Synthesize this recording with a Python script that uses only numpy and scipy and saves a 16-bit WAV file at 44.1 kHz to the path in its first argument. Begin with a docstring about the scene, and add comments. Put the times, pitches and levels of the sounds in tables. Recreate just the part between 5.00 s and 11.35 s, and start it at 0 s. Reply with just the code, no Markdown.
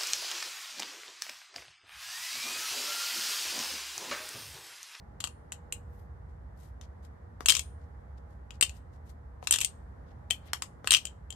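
"""Butterfly knife on a patio

A butterfly knife is flipped and tossed by hand on a quiet covered patio, an arm's length from the microphone.
Clacks, chatter and palm catches are shaped noise bursts; metal contacts add short damped modes, the free blade long ones.
Filtered grainy noise makes the slides; decaying noise tails echo it all off paving, furniture and house front.
Below lie a low outdoor rumble, soft hiss and a distant hum: filtered noise and wavering sines.
"""
import sys
import numpy as np
from scipy import signal
from scipy.fft import rfft, irfft, next_fast_len
from scipy.io import wavfile
from scipy.ndimage import uniform_filter1d

SR = 44100
rng = np.random.default_rng(int(sys.argv[2]) if len(sys.argv) > 2 else 0)


def put_to_file(sound):
    """Save the sound as 16-bit audio at rate SR, in the file named by the first command-line argument."""
    columns = np.atleast_2d(sound).T  # one column per channel
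    safe = np.clip(columns, -1, 1)
    whole_steps = np.round(safe * 32767)
    wavfile.write(sys.argv[1], SR, whole_steps.astype(np.int16))


N = 280035


# handle hits blade or handle: (time [s], strength [dB], crack re strength [dB], knock re strength [dB],
#                               steel chink over handle ring [dB], handle ring centre [Hz])
CLACKS = [(0.203, -41.5, -4, -4.5, 7.5, 2820), (0.2062, -42, 3, -12, 1.5, 2850),
          (0.2402, -31, -0.5, -6, 1.5, 2940), (0.247, -39, -8, -8.5, 5, 3340),
          (0.2725, -41.5, -1.5, -5, 0.5, 2860), (0.5204, -39.5, -8, -5, 7.5, 2650),
          (.525, -44, -2, -22, 9, 3120), (.7241, -31, -8.5, -20, 3.5, 2730),
          (1.8121, -56, 5, -0.5, -1.5, 3340), (2.459, -29.5, 5, -7, 16.5, 2780),
          (2.485, -20.5, 3, -9.5, 1.5, 2990), (2.4889, -26.5, -1.5, -18, 10, 3039),
          (2.4957, -22.5, 6, -13.5, 1, 3200), (2.5027, -18.5, -1.5, -15.5, 3, 3230),
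          (2.5214, -28, 4.5, -7, -2, 3500), (2.5513, -34, 9.5, -9, 8, 3310),
          (2.5665, -34.5, 5.5, -8, 17, 3300), (2.5933, -36.5, 8, -10, 18, 3340),
          (3.5064, -48, -2.5, -8.5, -7.5, 2660), (3.6104, -25.5, 0, -12.5, 16, 2950),
          (3.625, -19, -7.5, -18.5, 0, 2920), (3.634, -35.5, 2.5, -21, 18, 3070),
          (3.6945, -43, -5, -14.5, 0, 2710), (4.4718, -34, 8, -5, 6, 2680),
          (4.5094, -21, -12, -17, 15, 3080), (4.5248, -23.5, 0, -14.5, 11, 3220),
          (4.5391, -28, 4.5, -6.5, 7, 2800), (4.5591, -29, -5.5, -9.5, 3.5, 3220),
          (4.586, -30.5, 0, -12, 1.5, 2430), (4.6047, -33, -10, -25, 8, 2820),
          (4.6132, -28.5, -2, -22, 9.5, 3080), (4.6467, -27, 0, -29, 12.5, 2680),
          (5.303, -51, 11.5, -16, 2, 3500), (5.3074, -23.5, -4.5, -22, -4.5, 3050),
          (5.5326, -32.5, 4, 4.5, 3, 3070), (5.6214, -36.5, 4.5, 1.5, 8.5, 2860),
          (5.873, -25.5, -2.5, -3.5, -5, 2810), (5.907, -17, -2, -26, 1.5, 3200),
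          (5.9191, -19, -1.5, -12, 4, 2930), (5.9299, -24.5, 4, -20, -1.5, 3230),
          (5.9376, -23, 5, -10.5, -14.5, 2940), (5.947, -20, -2.5, -21.5, -12.5, 3180),
          (5.9679, -30.5, 1, -13.5, -2, 2860), (6.0529, -34, -7, -21, 4.5, 3020),
          (6.0701, -43, -9, -17.5, -2.5, 3300), (6.3043, -39.5, -11, -33, 2.5, 3180),
          (6.3248, -45.5, -5, -26, 0, 3170)]
# knife lands in the palm: (time [s], thud level [dB], knock level [dB])
CATCHES = [(2.4062, -40.5, -37.5), (3.6234, -35.5, -41), (4.4265, -41.5, -53), (5.3063, -39.5, -44.5),
           (5.8442, -43, -43.5)]
# loose handles chatter on their pivots: (start [s], length [s], level at start [dB])
RATTLES = [(2.488, .11, -33.5), (3.621, .02, -34), (4.514, .05, -35), (4.605, .03, -37),
           (5.907, .06, -38.5)]
CATCH_TICK_DB = -7.5  # metal tick re knock


def knife():
    """Soft catches in the palm, hard clacks and the chatter between them."""
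    out = np.zeros((2, N))
    chatter = [row for run in RATTLES for row in rattle(*run)]
    blows = []
    for s, thud_db, knock_db in CATCHES:
        blows.append(emit(s, [impact(knock_db + CATCH_TICK_DB, knock_db, thud_db)]))
    for row in CLACKS + chatter:
        blows.append(clack(*row))
    for arrivals in blows:
        for s, sound in arrivals:
            add(out, s, sound)
    return out


# bending modes of the handles, damped by the grip: (frequency [Hz], relative level [dB], t60 [s])
HANDLE_MODES = [(2650, -8, 0.014), (2590, -5, 0.013), (2780, 0, 0.011), (2760, -4.5, 0.0073),
                (2816, -6, 0.016), (3120, 0, 0.017), (3400, -7, 0.0092), (3580, -2.5, .011)]
# higher modes of the steel parts: (frequency [Hz], relative level [dB], t60 [s])
STEEL_MODES = [(5560, -6.5, 0.0096), (6120, 1, 0.013), (6875, -3, 0.016), (6950, -0.5, 0.017),
               (7256, 1, 0.02), (7760, -3, 0.013), (8348, 2.5, 0.012), (8030, 4, 0.0026),
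               (8535, -1.5, .012), (9000, 3, 0.0081), (8940, 1, 0.005), (9000, -6.5, 0.011),
               (10285, -0.5, 0.0095), (11640, -3.5, 0.045), (11780, -2, .035), (12600, -7, .025)]
MEDIUM_DB = -30  # reference strength
THUD_DB, THUD_GROWTH_DB_PER_DB = -52.5, .5  # the hand cushions hard blows
CHINK_HZ, CHINK_HZ_PER_DB = 7970, 29.5  # harder blows favour higher steel modes


def clack(s, db, crack_db, knock_db, chink_db, handle_hz):
    """Metal meets metal: faces crack and knock, energy divides between the handles' ring and the steel's chink."""
    force_db = db - MEDIUM_DB
    steel_hz = CHINK_HZ + CHINK_HZ_PER_DB * force_db
    handle_weight = favour(HANDLE_MODES, handle_hz, width_hz=170)
    steel_weight = favour(STEEL_MODES, steel_hz, width_hz=340)
    handle = ring(HANDLE_MODES, handle_weight, length_s=.05, detune=0.0099, spread=0.55,
                  scatter=0.6, rise_s=.0008)
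    steel = ring(STEEL_MODES, steel_weight, length_s=.05, detune=0.0032, spread=0.73,
                 scatter=0.18, rise_s=0.00049)
    thud_db = THUD_DB + THUD_GROWTH_DB_PER_DB * force_db
    noise = impact(db + crack_db, db + knock_db, thud_db)
    return emit(s, [noise, struck(handle, db - chink_db / 2), struck(steel, db + chink_db / 2)])


RATTLE_PER_S, RATTLE_FADE_DB_PER_S, RATTLE_SCATTER_DB = 130, 110, 3.5
RATTLE_HZ, RATTLE_SPREAD_HZ = 3150, 250
RATTLE_CRACK_DB, RATTLE_KNOCK_DB, RATTLE_CHINK_DB = 1, -12.5, 0


def rattle(start_s, length_s, db, count=24):
    """Light, uneven contacts that die away, as rows like those of CLACKS; at most count."""
    rows = []
    for k, (jitter, size, pitch) in enumerate(rng.standard_normal((count, 3))):
        t = (k + .5 + .25 * jitter) / RATTLE_PER_S
        if t < length_s:
            strength_db = db - RATTLE_FADE_DB_PER_S * t + RATTLE_SCATTER_DB * size
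            handle_hz = RATTLE_HZ + RATTLE_SPREAD_HZ * pitch
            rows.append((start_s + t, strength_db,
                         RATTLE_CRACK_DB, RATTLE_KNOCK_DB, RATTLE_CHINK_DB, handle_hz))
    return rows


# spectrum of the cracking faces: (frequency [Hz], relative level [dB])
CRACK = [(1200, -23.5), (2200, -4.5), (3000, 1), (4100, 0.5), (4700, -1.5), (6000, 0.5), (8500, -7.5),
         (9800, -10), (12300, -11), (13200, -19), (15500, -20), (16500, -35.5)]
# spectrum of the hollow knock: (frequency [Hz], relative level [dB])
KNOCK = [(400, -19.5), (750, -6), (1150, 2.5), (1600, -0.5), (2200, -4.5), (3200, -18.5), (6000, -41.5)]
# spectrum of the thud into the hand: (frequency [Hz], relative level [dB])
THUD = [(100, -21.5), (250, -4), (450, 0), (750, -3), (1300, -17.5), (4000, -50)]


def impact(crack_db, knock_db, thud_db):
    """The noise of a blow: a crack of the faces, a hollow knock and a thud into the hand."""
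    crack = burst(CRACK, t60=0.011, rise_s=0.00045, apart=0.6)
    knock = burst(KNOCK, t60=0.0064, rise_s=.0008, apart=0.97, push=0.97)
    thud = burst(THUD, t60=.015, rise_s=.0008, apart=0.7, push=0.73)
    return struck(crack, crack_db) + struck(knock, knock_db) + struck(thud, thud_db)


def burst(spectrum, t60, rise_s, apart, push=0):
    """Two faces meet: dense chatter that dies quickly, with one solid push if push > 0."""
    t = np.arange(SR // 20) / SR
    force = pair(len(t), apart) * (1 - np.exp(-t / rise_s)) * fade(t, t60)
    force[:, int(rise_s * SR)] += push * np.sqrt((force ** 2).sum(1).mean())
    return colour(force, spectrum)


# where the knife is held: (time [s], left minus right [dB])
POSITION = [(.25, 3), (.72, -0.5), (2.5, 5), (3.6, 5.5), (4.5, 2.5), (5.3, 6.5), (5.55, 0), (5.9, 3.5),
            (6.3, 9)]
PAVING_S, PAVING_SPREAD_S = .0043, 0.00043  # first reflection: mean delay, its spread
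PAVING_DB, PAVING_PAN_DB = -11.5, 8  # level re direct, extra left minus right


def emit(s, parts):
    """Sounds leave the knife at time s and arrive twice: directly and off the paving."""
    pan_db = np.interp(s, *np.transpose(POSITION))
    late_s = s + PAVING_S + PAVING_SPREAD_S * rng.standard_normal()
    direct = [(s, placed(part, pan_db)) for part in parts]
    paving = [(late_s, undb(PAVING_DB) * placed(part, pan_db + PAVING_PAN_DB)) for part in parts]
    return direct + paving


# blows after which the blade swings free and sings on: (time [s], level [dB], favoured pitch [Hz])
SINGS = [(0.2407, -55, 9280), (2.5213, -43, 11800), (2.5933, -58, 9300), (5.307, -47, 11700),
         (5.533, -49, 11500), (5.6214, -64, 9300)]
# modes of the free blade: (frequency [Hz], relative level [dB], t60 [s])
BLADE_MODES = [(7550, -2, .16), (8500, -8.5, .18), (9200, -3.5, 0.36), (11700, -4, .13)]


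def blade():
    """The thin, long ring of the blade while nothing holds it: lightly damped modes."""
    out = np.zeros((2, N))
    for s, db, hz in SINGS:
        weight = favour(BLADE_MODES, hz, width_hz=200)
        song = ring(BLADE_MODES, weight, length_s=0.5, detune=0.00017, spread=1.0)
        add(out, s, struck(song, db))
    return out * undb([[2.5], [-2.5]])


def ring(modes, weight, length_s, detune, spread, scatter=0.36, rise_s=.0005):
    """Modes start nearly in step, then drift apart; each blow detunes them, each port hears its own phase."""
    hz, db, t60 = np.transpose(modes)[:, :, None]
    t = np.arange(int(length_s * SR)) / SR
    chance = rng.standard_normal((3, len(modes), 1))
    phase = 2 * np.pi * hz * (1 + detune * chance[0]) * t + scatter * chance[1]
    size = weight * undb(db) * fade(t, t60) * (1 - np.exp(-(t / rise_s) ** 2))
    return np.array([(size * np.sin(phase + side * spread * chance[2])).sum(0) for side in (1, -1)])


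def favour(modes, centre_hz, width_hz):
    """The place of the blow favours the modes near one pitch."""
    return 1 / np.hypot(1, (np.array(modes)[:, :1] - centre_hz) / width_hz)


# handles slide in the hand and on their pivots:
# (middle [s], half span [s], rms level before the swell window [dB], low-pass [Hz])
SLIDES = [(0.975, 0.16, -74.5, 13500), (1.301, 0.035, -77, 8040), (1.638, 0.13, -67, 10700),
          (1.838, 0.045, -66, 6970), (2.047, 0.045, -69, 9060), (2.82, 0.059, -75.5, 7050),
          (3.182, .02, -69, 6860), (3.32, .1, -80, 9500), (3.55, 0.038, -68, 7000),
          (3.757, 0.067, -67.5, 10100), (3.944, .06, -75, 8550), (4.091, 0.069, -65, 10200),
          (5.093, 0.061, -71.5, 5480), (5.469, .03, -62, 11000), (5.48, .09, -62.5, 3500)]
# spectrum of the sliding grains: (frequency [Hz], relative level [dB])
SLIDE = [(1000, -11), (2500, -7.5), (5000, -7), (7500, -7), (10000, -7.5), (13500, 3), (15500, -21.5)]
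# slide into the grip around each catch: half span, level before the window, low-pass
SETTLE_S, SETTLE_DB, SETTLE_HZ = .05, -60.5, 9060


def slides():
    """Metal sticks and slips on skin and pivot: a grainy swish that swells and fades, also around each catch."""
    out = np.zeros((2, N))
    grip = undb(3.2 * walk(150))
    settling = [(s + SETTLE_S / 2, SETTLE_S, SETTLE_DB, SETTLE_HZ) for s, _, _ in CATCHES]
    for s, half_s, db, top_hz in SLIDES + settling:
        size = int(2 * half_s * SR)
        grains = colour(pair(size, apart=1.0) * undb(6 * rng.standard_normal(size)), SLIDE)
        lowpass = signal.butter(3, min(top_hz, .45 * SR), fs=SR, output="sos")
        rub = signal.sosfilt(lowpass, grains)
        add(out, s - half_s, unit(rub) * np.hanning(size) ** 2 * undb(db))
    return out * unit(grip) * undb([[2.5], [-2.5]])


# colour of the patio's reflections: (frequency [Hz], gain [dB])
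ECHO = [(200, -5), (1000, 1), (3000, 2), (7500, 2), (10000, -1), (12500, 2.5), (13500, -8.5),
        (16000, -15.5)]


def patio(x, near_db, near_t60, walls_db, walls_t60, far_db, far_t60):
    """Hand and body reflect first, paving and furniture soon after, the house front last."""
    t = np.arange(SR // 2) / SR

    def echoes(db, t60, delay_s, apart):
        """One dense, decaying group of reflections."""
        tail = pair(len(t), apart) * fade(t, t60) * (t > delay_s)
        return undb(db) * tail / np.sqrt((tail ** 2).sum(1, keepdims=True))

    near = colour(echoes(near_db, near_t60, delay_s=0.0033, apart=0.5), ECHO)
    walls = echoes(walls_db, walls_t60, delay_s=0.0089, apart=1.0)
    far = echoes(far_db, far_t60, delay_s=0.022, apart=1)
    diffuse = colour(walls + far, ECHO)
    near_wet = signal.fftconvolve(x, near, axes=1)
    # the diffuse sound has lost most of its direction
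    diffuse_wet = signal.fftconvolve(x.mean(0, keepdims=True), diffuse, axes=1)
    return (near_wet + undb([[1.2], [-1.2]]) * diffuse_wet)[:, :N]


# the recorder's body shades the two ports differently: (frequency [Hz], left minus right [dB])
SHADE = [(1000, 2), (3000, 4.5), (4300, 9.5), (5700, 5.5), (7200, 3), (8700, 0.5), (10000, -7.5),
         (13000, -0.5)]


def at_ports(x, count=1):
    """The recorder's body colours each port; the left one hears the knife count samples later."""
    left = colour(x[0], [(hz, db / 4) for hz, db in SHADE])
    right = colour(x[1], [(hz, -3 * db / 4) for hz, db in SHADE])
    return np.array([np.pad(left, (count, 0))[:N], right])


# outdoor noise spectrum: (frequency [Hz], relative density [dB])
AIR = [(20, -32.5), (35, -23), (50, -5.5), (70, 1), (95, -5.5), (130, -10.5), (180, -15), (330, -25),
       (900, -28), (1300, -33), (1900, -37), (2600, -54.5), (8000, -62.5), (12500, -65), (16000, -79.5)]
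# rumble level: (time [s], level [dB])
RUMBLE = [(0, -50), (.38, -54), (0.901, -46.5), (1.45, -47), (1.6, -50), (3.7, -47.5), (6.35, -50)]
# distant machinery; tones below 130 Hz join the rumble and take its swell:
# (frequency [Hz], level in the raw mix [dB])
HUM = [(63.5, -54), (78, -57), (479, -72.5), (824, -75.5)]
AIR_DB, RUMBLE_SWELL_DB = -49.5, 0.3  # raw mix level of the noise, random swell


def outdoors():
    """Filtered noise gives a swelling rumble nearly alike at both ports and soft hiss; wavering sines hum."""
    mid, side = (colour(rng.standard_normal(N), AIR) for _ in range(2))
    side = colour(side, [(60, -19), (125, -12.0), (250, -7), (500, 2.5), (1500, 1.0)])
    air = (mid + np.array([side, -side])) * undb(AIR_DB) / mid.std()
    t = np.arange(N) / SR
    for hz, db in HUM:
        drift = 2 * np.pi * np.cumsum(2.5 * walk(3.8)) / SR
        tone = undb(4 * walk(4.7)) * np.sin(2 * np.pi * hz * t + drift)
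        air = air + undb(db) * unit(tone)
    low = signal.sosfiltfilt(signal.butter(2, 130, fs=SR, output="sos"), air)
    s, db = np.transpose(RUMBLE)
    swell = undb(np.interp(t, s, db) + RUMBLE_SWELL_DB * walk(6))
    rumble = unit(low) * swell
    rest = (air - low) * undb(.6 * walk(3.2))
    return (rumble + rest) * undb([[-.6], [.6]])


def undb(db):
    """Decibels to gain."""
    return 10 ** (np.asarray(db) / 20)


def unit(x):
    """Scale to rms 1."""
    return x / np.sqrt(np.mean(x ** 2))


def colour(x, points):
    """Minimum-phase filter with the given (Hz, dB) response, built by folding the cepstrum."""
    size = 2 * next_fast_len(x.shape[-1] // 2 + 1024)
    hz, db = np.transpose(points)
    bins_hz = np.fft.rfftfreq(size, 1 / SR)
    log_gain = np.log(undb(np.interp(np.log(bins_hz + 1), np.log(hz), db)))
    cepstrum = irfft(log_gain)
    cepstrum[1:size // 2] *= 2
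    cepstrum[size // 2 + 1:] = 0
    return irfft(rfft(x, size) * np.exp(rfft(cepstrum)), size)[..., :x.shape[-1]]


def walk(rate_hz):
    """Slow random drift of rms 1: smoothed random steps."""
    k = int(SR / rate_hz)
    steps = np.repeat(rng.standard_normal(N // k + 1), k)
    return unit(uniform_filter1d(uniform_filter1d(steps, k), k)[:N])


def fade(t, t60):
    """Exponential decay, 60 dB in t60 seconds."""
    return np.exp(-np.log(1000) * t / t60)


def pair(size, apart):
    """Noise at the two microphone ports: a shared part plus an opposed part."""
    mid, side = rng.standard_normal((2, size))
    return mid + apart * np.array([side, -side])


def add(out, s, sound):
    """Mix a sound in at time s."""
    i = max(int(s * SR), 0)
    out[:, i:i + sound.shape[1]] += sound[:, :max(N - i, 0)]


def struck(x, db):
    """Set the rms level of a blow's first 4 ms."""
    return x * undb(db) / np.sqrt(np.mean(x[:, :SR // 250] ** 2))


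def placed(sound, pan_db):
    """Share a sound between the ports, left minus right in dB."""
    return sound * unit(undb(np.array([[pan_db], [-pan_db]]) / 2))


def scene():
    """The knife and its echoes over the outdoor background."""
    background = outdoors()
    close = blade() + slides() + knife()
    echoes = patio(close, near_db=-14, near_t60=.04, walls_db=-11.5, walls_t60=.124,
                   far_db=-30, far_t60=.34)
    return at_ports(close + echoes) + background


TOP_HZ = 16100


def record(dry):
    """The recorder rounds the highest peaks and cuts the top."""
    lowpass = signal.ellip(8, .2, 70, TOP_HZ, fs=SR, output="sos")
    return signal.sosfilt(lowpass, np.tanh(dry))


dry = scene()
out = record(dry)
put_to_file(out)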